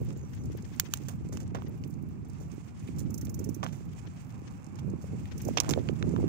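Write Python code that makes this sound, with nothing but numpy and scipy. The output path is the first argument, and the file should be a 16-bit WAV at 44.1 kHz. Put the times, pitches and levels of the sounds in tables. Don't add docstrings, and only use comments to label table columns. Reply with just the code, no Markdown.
import sys
import numpy as np
from scipy import signal
from scipy.fft import rfft, irfft
from scipy.io import wavfile
from scipy.ndimage import uniform_filter1d

SR = 44100
rng = np.random.default_rng(int(sys.argv[2]) if len(sys.argv) > 2 else 0)


def linear_from_db(decibels):
    return 10 ** (np.asarray(decibels, float) / 20)


def wav_record(signal):
    frames = np.transpose(np.atleast_2d(signal))
    bounded = np.clip(frames, -1, 1)
    quanta = np.round(bounded * 32767).astype(np.int16)
    wavfile.write(sys.argv[1], SR, quanta)


N = 276948
TIME = np.arange(N) / SR
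TOP_FADE_DB_PER_S = 1

# time in seconds, tyre load in dB, grit under the tread in dB.
ROLLING = [(0.0, -66.5, -67.5), (0.47, -65, -70.5), (0.96, -64.5, -62), (1.12, -65.5, -69.5),
           (1.36, -66, -72), (1.48, -64.5, -73.5), (1.85, -66.5, -69.5), (2.04, -67, -76.5),
           (2.66, -65, -68.5), (3.27, -64.5, -71.5), (3.97, -64.5, -69.5), (4.35, -62.5, -66.5),
           (4.98, -62, -72), (5.37, -64, -65), (5.56, -65, -63.5), (5.68, -60, -59), (5.96, -60.5, -65.5),
           (6.28, -56.5, -65)]
# frequency in Hz, level in dB.
ROAR_COLOUR = [(140, 5), (190, 22), (250, -9.5), (500, 0), (690, -1), (780, 5), (880, 2.5), (1200, 0.5),
               (1900, -13), (2250, -7), (2750, -9), (3050, -32), (4000, -26), (6000, -35.5)]
# frequency in Hz, level in dB.
HISS_COLOUR = [(1000, -3), (2500, 2.5), (4000, -7), (5200, -2.5), (6500, 1), (7600, 0.5), (9000, -7.5),
               (10500, -8.5), (13000, -23)]
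# frequency in Hz, level in dB.
WHIRR_COLOUR = [(3500, -20), (7000, -5.5), (9500, -5), (12000, 3), (14000, -1), (15200, 7.5), (16500, -4.5)]
# start in seconds, snap in dB, dullness in dB, frame knock in dB.
GRIT_CRACKS = [(0.105, -48, 11.5, -54), (0.973, -34.5, -7, -75), (1.3715, -33.5, 8.5, -60),
               (1.62, -59, 21, -45), (1.838, -56.5, 27.5, -69), (3.01, -48, -10, -76),
               (3.2693, -53, 17.5, -70), (3.632, -41, 4, -36), (3.6348, -46, 8, -35.5),
               (3.6394, -32, -13, -48), (3.644, -35, -4, -52), (5.5717, -30, 12, -37.5),
               (5.5757, -33, 16, -39), (5.5805, -38, 11, -40), (5.5912, -49, 11, -46),
               (5.6012, -7.5, -6.5, -34), (5.6037, -26, -8, -41), (5.6074, -34, 17, -41),
               (5.6345, -36, -5, -46), (5.646, -37.5, 8, -46), (5.682, -52, 10, -37.5),
               (5.6915, -18.5, -10, -35.5), (5.6944, -25.5, 0, -46), (5.6985, -22.5, -6, -41),
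               (5.7079, -19, 1, -48), (5.7108, -27, 4, -45), (5.7157, -30, -14, -47)]
# loudest crack in seconds, snap in dB, scuff in dB, mid crackle in dB, base fade in ms.
LEAF_CRUNCHES = [(1.0856, -30, -45, -52, 11.4), (1.105, -44.5, -59, -67, 28), (1.3251, -38.5, -52, -62, 40),
                 (1.4032, -40.5, -53.5, -60, 21), (1.5476, -39, -38, -52, 23), (2.4003, -50, -61, -73, 75),
                 (2.986, -39, -70, -74, 30), (3.631, -47, -37.5, -42, 17.7), (3.668, -47, -55.5, -59, 55),
                 (3.726, -46, -56.5, -68, 81), (4.7876, -47, -56, -54, 12), (5.0142, -48, -62, -69, 58),
                 (5.5732, -25, -27.5, -26, 9.2), (5.62, -56, -45, -58, 32), (5.6558, -54, -46, -57, 22),
                 (5.664, -55, -53, -56, 20), (5.693, -48, -49, -50, 24), (5.7163, -34, -53, -56, 4.4),
                 (5.727, -40, -57, -59, 12)]
# frequency in Hz, level in dB.
SNAP_COLOUR = [(1200, -48), (2500, -28), (3400, -7.5), (4050, -8.5), (4800, -5.5), (5600, 2), (6400, 4),
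               (7200, 1), (8200, -13), (10000, -39), (14000, -77)]
# frequency in Hz, level in dB.
KNOCK_COLOUR = [(300, -4), (600, 3.5), (1200, 10.5), (1800, -6.5), (3000, -61), (5000, -52)]
# frequency in Hz, level in dB.
CLICK_COLOUR = [(400, -50), (800, -6), (1400, -5), (1900, -11), (2200, -5), (3000, -2.5), (3400, -2),
                (4100, -13), (6000, -5.5), (10000, -47.5)]
# frequency in Hz, level in dB.
TOP_COLOUR = [(4000, -7.5), (7000, 9), (9500, 3), (12500, -3.5), (13500, -1), (15000, 6), (17000, -28)]
# frequency in Hz, level in dB.
SCUFF_COLOUR = [(250, -16), (500, 0.5), (750, 0.5), (1300, -6), (2000, -12), (3500, -24.5), (8000, -43)]
# start in seconds, ping in dB, low body in dB.
RIM_PINGS = [(0.7974, -5, -44.5), (0.9368, -11, -32)]
# frequency in Hz, level in dB.
PING_COLOUR = [(450, -33.5), (800, -14.5), (1430, -11), (2000, -14.5), (3000, -6), (4050, -6), (5000, -11),
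               (6300, -1.5), (7200, -3.5), (8200, -19.5), (10300, -12.5), (11300, -19), (12300, -11),
               (13500, -19), (15200, 0), (17000, -46)]
# start in seconds, tap in dB, low body in dB, contact in ms.
FRAME_TAPS = [(3.6638, -34, -33, 0.4), (5.7362, -22.5, -33, 2.2), (5.8877, -26.5, -47, 0.92),
              (6.0258, -27.5, -36, 0.44), (6.162, -41.5, -36, 3.1)]
# frequency in Hz, level in dB.
TAP_COLOUR = [(350, -20), (750, 3.5), (1300, 11), (1900, -3), (2500, -0.5), (3200, 4.5), (5000, -11.5),
              (6500, -3), (8000, -36), (15000, -38)]
# frequency in Hz, level in dB.
BODY_COLOUR = [(300, -14), (600, -1.5), (1000, 3.5), (1500, 0.5), (2500, -21), (5000, -39)]
# start in seconds, level in dB.
SOFT_KNOCKS = [(2.8255, -59), (2.876, -49.5), (2.8838, -51), (3.729, -54), (3.744, -61.5), (5.255, -49.5),
               (5.313, -58)]
# frequency in Hz, level in dB.
HOLLOW_COLOUR = [(1200, -28), (1900, -6), (2400, 0), (3000, -7), (3800, -13), (6000, -24)]
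# time in seconds, level in dB.
FINE_TICKS = [(0.0495, -53), (0.176, -54), (0.307, -58), (0.4569, -70), (0.5743, -46.5), (1.626, -57),
              (1.6841, -56), (1.6954, -54), (1.7779, -59), (1.878, -52), (1.904, -55), (2.027, -55.5),
              (2.1006, -74), (5.3134, -79)]
# start in seconds, level in dB.
PAWL_DROPS = [(3.1034, -45.5), (3.141, -37.5), (3.1772, -39), (3.211, -40), (3.2485, -41), (3.2938, -41),
              (3.342, -39), (3.3906, -40), (3.441, -40), (3.4896, -42), (3.5435, -39.5), (5.3775, -42),
              (5.416, -40.5), (5.4482, -40.5), (5.48, -40)]
# frequency in Hz, level in dB.
HUB_COLOUR = [(3500, -21), (4800, -9), (5900, 6.5), (6800, 4), (7800, -3), (9500, -26), (16000, -36)]
# frequency in Hz, level in dB.
PAWL_COLOUR = [(3000, -30), (7000, -17), (9500, -3.5), (11500, -6), (13000, 0), (14900, 2), (17000, -14.5)]
# start in seconds, level in dB.
CLEAR_LINKS = [(0.126, -49.5), (0.349, -48.5), (0.4566, -46), (0.52, -46), (0.5724, -58), (0.623, -46),
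               (0.763, -47), (0.922, -51), (0.9575, -49), (1.287, -47), (1.4223, -50), (1.4306, -48),
               (1.6534, -54), (1.878, -63), (1.9044, -53), (1.938, -49.5), (2.024, -59.5), (2.2486, -52.5),
               (2.641, -59), (2.794, -48.5), (2.9612, -49), (4.643, -47.5), (4.7547, -49.5), (5.3386, -79),
               (6.092, -44.5)]
# frequency in Hz, level in dB.
LINK_COLOUR = [(1500, -9), (3000, -21), (4500, -9), (6500, 1.5), (8000, -4), (11000, -15.5), (14000, -17.5),
               (15300, -16.5), (17000, -29)]
# time in seconds, strength in dB.
HEADWIND = [(0.0, -33.5), (0.31, -44), (0.4, -37.5), (0.86, -44.5), (1.29, -38.5), (1.99, -41), (2.03, -39),
            (2.75, -45), (2.99, -37.5), (3.51, -37.5), (3.55, -40.5), (4.35, -45), (4.56, -43),
            (4.6, -50.5), (4.88, -36.5), (5.07, -45), (5.12, -38.5), (5.46, -39), (5.47, -32.5),
            (5.53, -36), (5.61, -39), (5.65, -37), (5.68, -34.5), (5.72, -31.5), (5.75, -36), (5.8, -32),
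            (5.84, -38.5), (5.88, -35), (5.92, -34), (5.96, -37), (6.0, -36.5), (6.07, -32.5),
            (6.12, -34.5), (6.17, -33), (6.24, -33), (6.28, -30)]
# frequency in Hz, level in dB.
WIND_LEFT_COLOUR = [(25, -61), (40, -21), (55, -2.5), (78, 6.5), (105, 10), (145, 3.5), (200, -2),
                    (270, -11.5), (380, -21), (800, -55.5), (1600, -98)]
# frequency in Hz, level in dB.
WIND_RIGHT_COLOUR = [(25, -55.5), (50, -15.5), (100, -1), (160, 1), (250, -6.5), (400, -22.5), (800, -82)]
# frequency in Hz, level in dB.
WIND_UPPER_COLOUR = [(120, -34.5), (250, -3.5), (380, -4.5), (550, -16), (900, -32), (1500, -62.5)]
# start in seconds, approximate peak in dB, pitch in Hz.
WIND_SLAPS = [(0.015, -29.5, 423), (0.165, -37, 377), (0.238, -35, 344), (0.5, -31, 347), (0.55, -30, 413),
              (0.633, -36.5, 350), (0.835, -36, 374), (0.89, -34, 275), (1.295, -35, 403), (1.34, -37, 377),
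              (1.548, -30.5, 270), (1.647, -29.5, 282), (2.034, -31.5, 266), (2.412, -35.5, 396),
              (2.58, -31, 296), (2.889, -27.5, 292), (3.099, -30, 288), (3.23, -30, 293), (3.415, -32, 277),
              (3.49, -20.5, 263), (3.566, -29, 283), (3.652, -36, 206), (4.419, -35, 314),
              (4.846, -33, 298), (4.878, -31.5, 390), (4.889, -24, 198), (4.936, -24.5, 317),
              (5.042, -33, 474), (5.473, -21, 306), (5.487, -18.5, 543), (5.509, -22.5, 242),
              (5.578, -26, 485), (5.592, -27, 330), (5.707, -26.5, 400), (5.762, -26, 443),
              (5.776, -16, 510), (5.787, -22.5, 490), (5.815, -31, 354), (5.895, -19, 393),
              (5.927, -25.5, 268), (5.979, -43, 280), (6.012, -30, 337), (6.041, -24, 340),
              (6.075, -26, 250), (6.109, -27.5, 350), (6.138, -22, 360), (6.188, -19.5, 308),
              (6.2, -33.5, 770), (6.229, -22.5, 405), (6.241, -14.5, 313)]
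# start in seconds, length in seconds, first pitch in Hz, level in dB.
WHISTLES = [(0.16, 0.128, 7250, -63), (0.352, 0.085, 7000, -63)]
# frequency in Hz, level in dB.
LEFT_PORT_COLOUR = [(300, 2.5), (600, 1), (780, -0.5), (1000, -3), (1900, 0.5), (2400, -7), (3200, -1),
                    (4000, -1.5), (6500, -7), (7200, -25), (8200, -51.5), (10000, -64.5), (16000, -68.5)]


def colour(x, points):
    hz, db = np.transpose(points)
    grid_hz = np.linspace(1, SR / 2, 4097)
    gain = linear_from_db(np.interp(np.log(grid_hz), np.log(hz), db))
    folded = irfft(np.log(gain / np.sqrt(np.mean(gain ** 2))))
    folded[1:4096] *= 2
    folded[4097:] = 0
    impulse = irfft(np.exp(rfft(folded)))
    return signal.fftconvolve(np.atleast_2d(x), impulse[None], axes=1)[:, :N]


def curve(table):
    s, *columns = np.transpose(table)
    return [np.interp(TIME, s, column) for column in columns]


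def walk(rate):
    k = int(SR / rate)
    steps = np.repeat(rng.standard_normal(N // k + 1), k)
    return 1.39 * uniform_filter1d(uniform_filter1d(steps, k), k)[:N]


def noise():
    return rng.standard_normal(N)


def bursts(s, db, left_db, hold_ms, fade_ms, grain, apart=0.13, blow=0., clump_db=0.):
    out = np.zeros((2, N + 4096))
    ms = np.arange(4096) / SR * 1000
    contact = blow * (np.arange(4096) == 48)
    chance = rng.standard_normal((len(s), 3, 4096))
    events = np.broadcast_arrays(s, linear_from_db(db), linear_from_db(left_db), hold_ms, fade_ms)
    for at, gain, left, hold, fade, (white, other, rough) in zip(*events, chance):
        white = white + contact
        shape = np.minimum(ms / 0.73, 1) * np.exp(-np.maximum(ms - hold, 0) / max(fade, .1))
        shape *= linear_from_db(grain * 9.4 * uniform_filter1d(rough, size=20))
        shape *= linear_from_db(clump_db * np.sqrt(130) * uniform_filter1d(rough[::-1], size=130))
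        loud_part = (shape * white)[:int((1 + hold + fade) * SR / 1000)]
        shape *= gain / np.sqrt(np.mean(loud_part ** 2))
        first = int(at * SR)
        out[:, first:first + 4096] += shape * [left * (white + apart * other), white]
    return out[:, :N]


def gritty(flutter_db, rate, grain_db):
    size = linear_from_db(grain_db + 6.2 * rng.exponential(size=N).clip(0, 3))
    grains = (rng.random(N) < rate / SR) * size * np.sign(noise())
    return noise() * linear_from_db(flutter_db * walk(70) + 2.2 * walk(23.96)) + grains


def tyre():
    load_db, grit_db = curve(ROLLING)
    rumble = noise() * linear_from_db(1.5 * walk(60))
    tread, drive = gritty(2.6, 460.0, 6.3), gritty(2.3, 100.0, 9.1)
    roar = colour([0.23 * rumble + 1.0 * noise(), rumble], ROAR_COLOUR) * linear_from_db(load_db + 11.0)
    left_tread = 0.21 * tread + 0.92 * gritty(7.93, 87.0, 5.9)
    hiss = colour([left_tread, tread], HISS_COLOUR) * linear_from_db(grit_db + 4.5)
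    whirr_db = grit_db - 0.5 - TOP_FADE_DB_PER_S * TIME + 2.0 * walk(23)
    whirr = colour(0.54 * drive + 0.38 * tread, WHIRR_COLOUR) * linear_from_db(whirr_db)
    return roar + hiss + whirr


def breaks(s, pan_db, hold_ms, grain, tail_db, parts, hard=0., clump_db=0.):
    out = 0
    for points, db, fade_ms, extra_db in parts:
        left_db = pan_db + extra_db
        blow = bursts(s, db, left_db, hold_ms, fade_ms, grain, apart=0.47, blow=hard, clump_db=clump_db)
        scatter = bursts(s, db + tail_db, left_db, 5.5, 3.8, 0.63, apart=2.6)
        out = out + colour(blow + scatter, points)
    return out


def grit():
    s, snap_db, dull_db, knock_db = np.transpose(GRIT_CRACKS)
    pan_db = -19 + 0.17 * dull_db
    top_db = snap_db - 0.57 * np.maximum(dull_db, 0) - TOP_FADE_DB_PER_S * s - 4.5
    parts = [(SNAP_COLOUR, snap_db - 5.5, .6, 9.),
             (KNOCK_COLOUR, knock_db + 7.0, .8, 5.),
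             (CLICK_COLOUR, snap_db + dull_db - 12.0, .6, 7.),
             (TOP_COLOUR, top_db, .45, 9.)]
    return breaks(s, pan_db, hold_ms=0.24, grain=-2.0, tail_db=-19, parts=parts, hard=16.)


def leaves():
    s, snap_db, scuff_db, click_db, ms = np.transpose(LEAF_CRUNCHES)
    top_db = snap_db - 0.41 * (scuff_db - snap_db) - 19.5
    parts = [(SNAP_COLOUR, snap_db - 13.0, 0.54 * ms, -3.),
             (SCUFF_COLOUR, scuff_db + 0.5, 1.0 * ms, -4.),
             (CLICK_COLOUR, click_db, 0.86 * ms, -3.),
             (TOP_COLOUR, top_db, 0.66 * ms, -3.)]
    return breaks(s - .0015, 0, hold_ms=2.0 + 0.035 * ms, grain=2.0, tail_db=-8.5, parts=parts, clump_db=3.5)


def rim_pings():
    s, db, body_db = np.transpose(RIM_PINGS)
    body = bursts(s, body_db, -11.5, 0.64, 0.78, 0.4, blow=12.)
    sharp = bursts(s, db - 8.0, -7.0, 1.5, 0.6, 0.6, apart=2.5, blow=9.)
    scatter = bursts(s + .002, db - 27, 3.0, 1.0, 3.8, 1.1, apart=1.8)
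    return colour(body, BODY_COLOUR) + colour(sharp + scatter, PING_COLOUR)


def frame_taps():
    s, db, body_db, ms = np.transpose(FRAME_TAPS)
    blunt = bursts(s, db - 0.5, 0.43, ms, 0.63, 0.43, blow=12.)
    body = bursts(s, body_db, 0.46, ms, 0.57, 0.43, blow=12.)
    return colour(blunt, TAP_COLOUR) + colour(body, BODY_COLOUR)


def hollow_knocks():
    s, db = np.transpose(SOFT_KNOCKS)
    return colour(bursts(s, db, 0.0, 1.8, 3.8, 0.5, blow=7.4), HOLLOW_COLOUR)


def ticks():
    s, db = np.transpose(FINE_TICKS)
    at, size = rng.random((40, 2)).T
    at = at * N / SR
    faint_db = -56 + 8.0 * (size - .5) - TOP_FADE_DB_PER_S * at
    s, db = np.append(s, at), np.append(db, faint_db)
    return colour(bursts(s - .001, db + 0.5, -4.0, 1.0, 0.86, 3.0), WHIRR_COLOUR)


def freewheel():
    s, db = np.transpose(PAWL_DROPS)
    ring = bursts(s, db - 5.0, -26.0, 5.9, 2.2, 1.6)
    ring += bursts(s, db - 21.0, 7.0, 9.5, 9.7, 1.2)
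    click = bursts(s + .0007, db - 6.0, -26.0, 5.7, 2.2, 1.6)
    click += bursts(s, db - 19, 0.1, 14.0, 10.5, 1.2)
    return colour(ring, HUB_COLOUR) + colour(click, PAWL_COLOUR)


def chain():
    s, db = np.transpose(CLEAR_LINKS)
    at, size = rng.random((30, 2)).T
    faint_db = -51 + 8 * (size - .5)
    s, db = np.append(s, at * N / SR), np.append(db, faint_db)
    return colour(bursts(s, db - 7.0, -1.5, 1.1, 4.5, 2.6), LINK_COLOUR)


def wind_slaps(strength_db):
    at, size, pitch = rng.random((40, 3)).T
    small_db = strength_db[(at * N).astype(int)] + 6 + 4.0 * (size - .5)
    small = np.transpose([at * N / SR, small_db, 276 * 1.4 ** (pitch - .5)])
    slaps = np.zeros(N)
    for s, peak_db, hz in np.vstack([WIND_SLAPS, small]):
        cycles = np.clip((TIME - s) * hz, 0, None)
        swing = np.sin(2 * np.pi * cycles) * cycles * np.exp(-cycles / 0.55)
        slaps += linear_from_db(peak_db + 16.5) * swing
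    return slaps


def wind():
    strength_db, = curve(HEADWIND)
    gust_db = strength_db + 0.5 * walk(24)
    sway_db = 1.5 * walk(8)
    left = colour(noise(), WIND_LEFT_COLOUR) * linear_from_db(0.5 * walk(25))
    left = left * linear_from_db(gust_db + sway_db + 1.5)
    low = colour(noise(), WIND_RIGHT_COLOUR) * linear_from_db(0.43 * walk(25))
    low = low * linear_from_db(gust_db - sway_db + 4.0)
    upper = colour(noise() * linear_from_db(3.5 * walk(60)), WIND_UPPER_COLOUR)
    upper_db = -48.5 + 1.97 * (gust_db + 39.0)
    upper = upper * linear_from_db(upper_db + 0.71 * walk(23) + 1.9 * walk(45))
    return np.vstack([left, low + upper + wind_slaps(strength_db)])


def bird():
    fall_oct_per_s = 3.1
    out = np.zeros(N)
    for s, length, first_hz, db in WHISTLES:
        t = np.clip(TIME - s, 0, length)
        hz = first_hz * 2 ** (-fall_oct_per_s * t) * (1 + .012 * walk(400))
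        swell = np.sqrt(np.abs(np.sin(np.pi * t / length)))
        out += linear_from_db(db) * swell * np.sin(2 * np.pi * np.cumsum(hz) / SR)
    out *= linear_from_db(4 * walk(150))
    return np.array([linear_from_db(11.0) * out, out])


def scene():
    bicycle = tyre() + freewheel() + chain()
    debris = grit() + leaves() + rim_pings() + frame_taps() + hollow_knocks() + ticks()
    left, right = bicycle + debris + bird()
    early = np.roll(left, -25)
    left = linear_from_db(-11.5) * colour(early, LEFT_PORT_COLOUR)[0]
    return wind() + [left, right]


def top_cut(x):
    return signal.sosfilt(signal.butter(12, 16820, fs=SR, output="sos"), x)


def record(dry):
    low_pass = signal.ellip(6, .5, 28, 15650, fs=SR, output="sos")
    mix = signal.sosfilt(low_pass, dry)
    return top_cut(mix)


dry = scene()
out = record(dry)
wav_record(out)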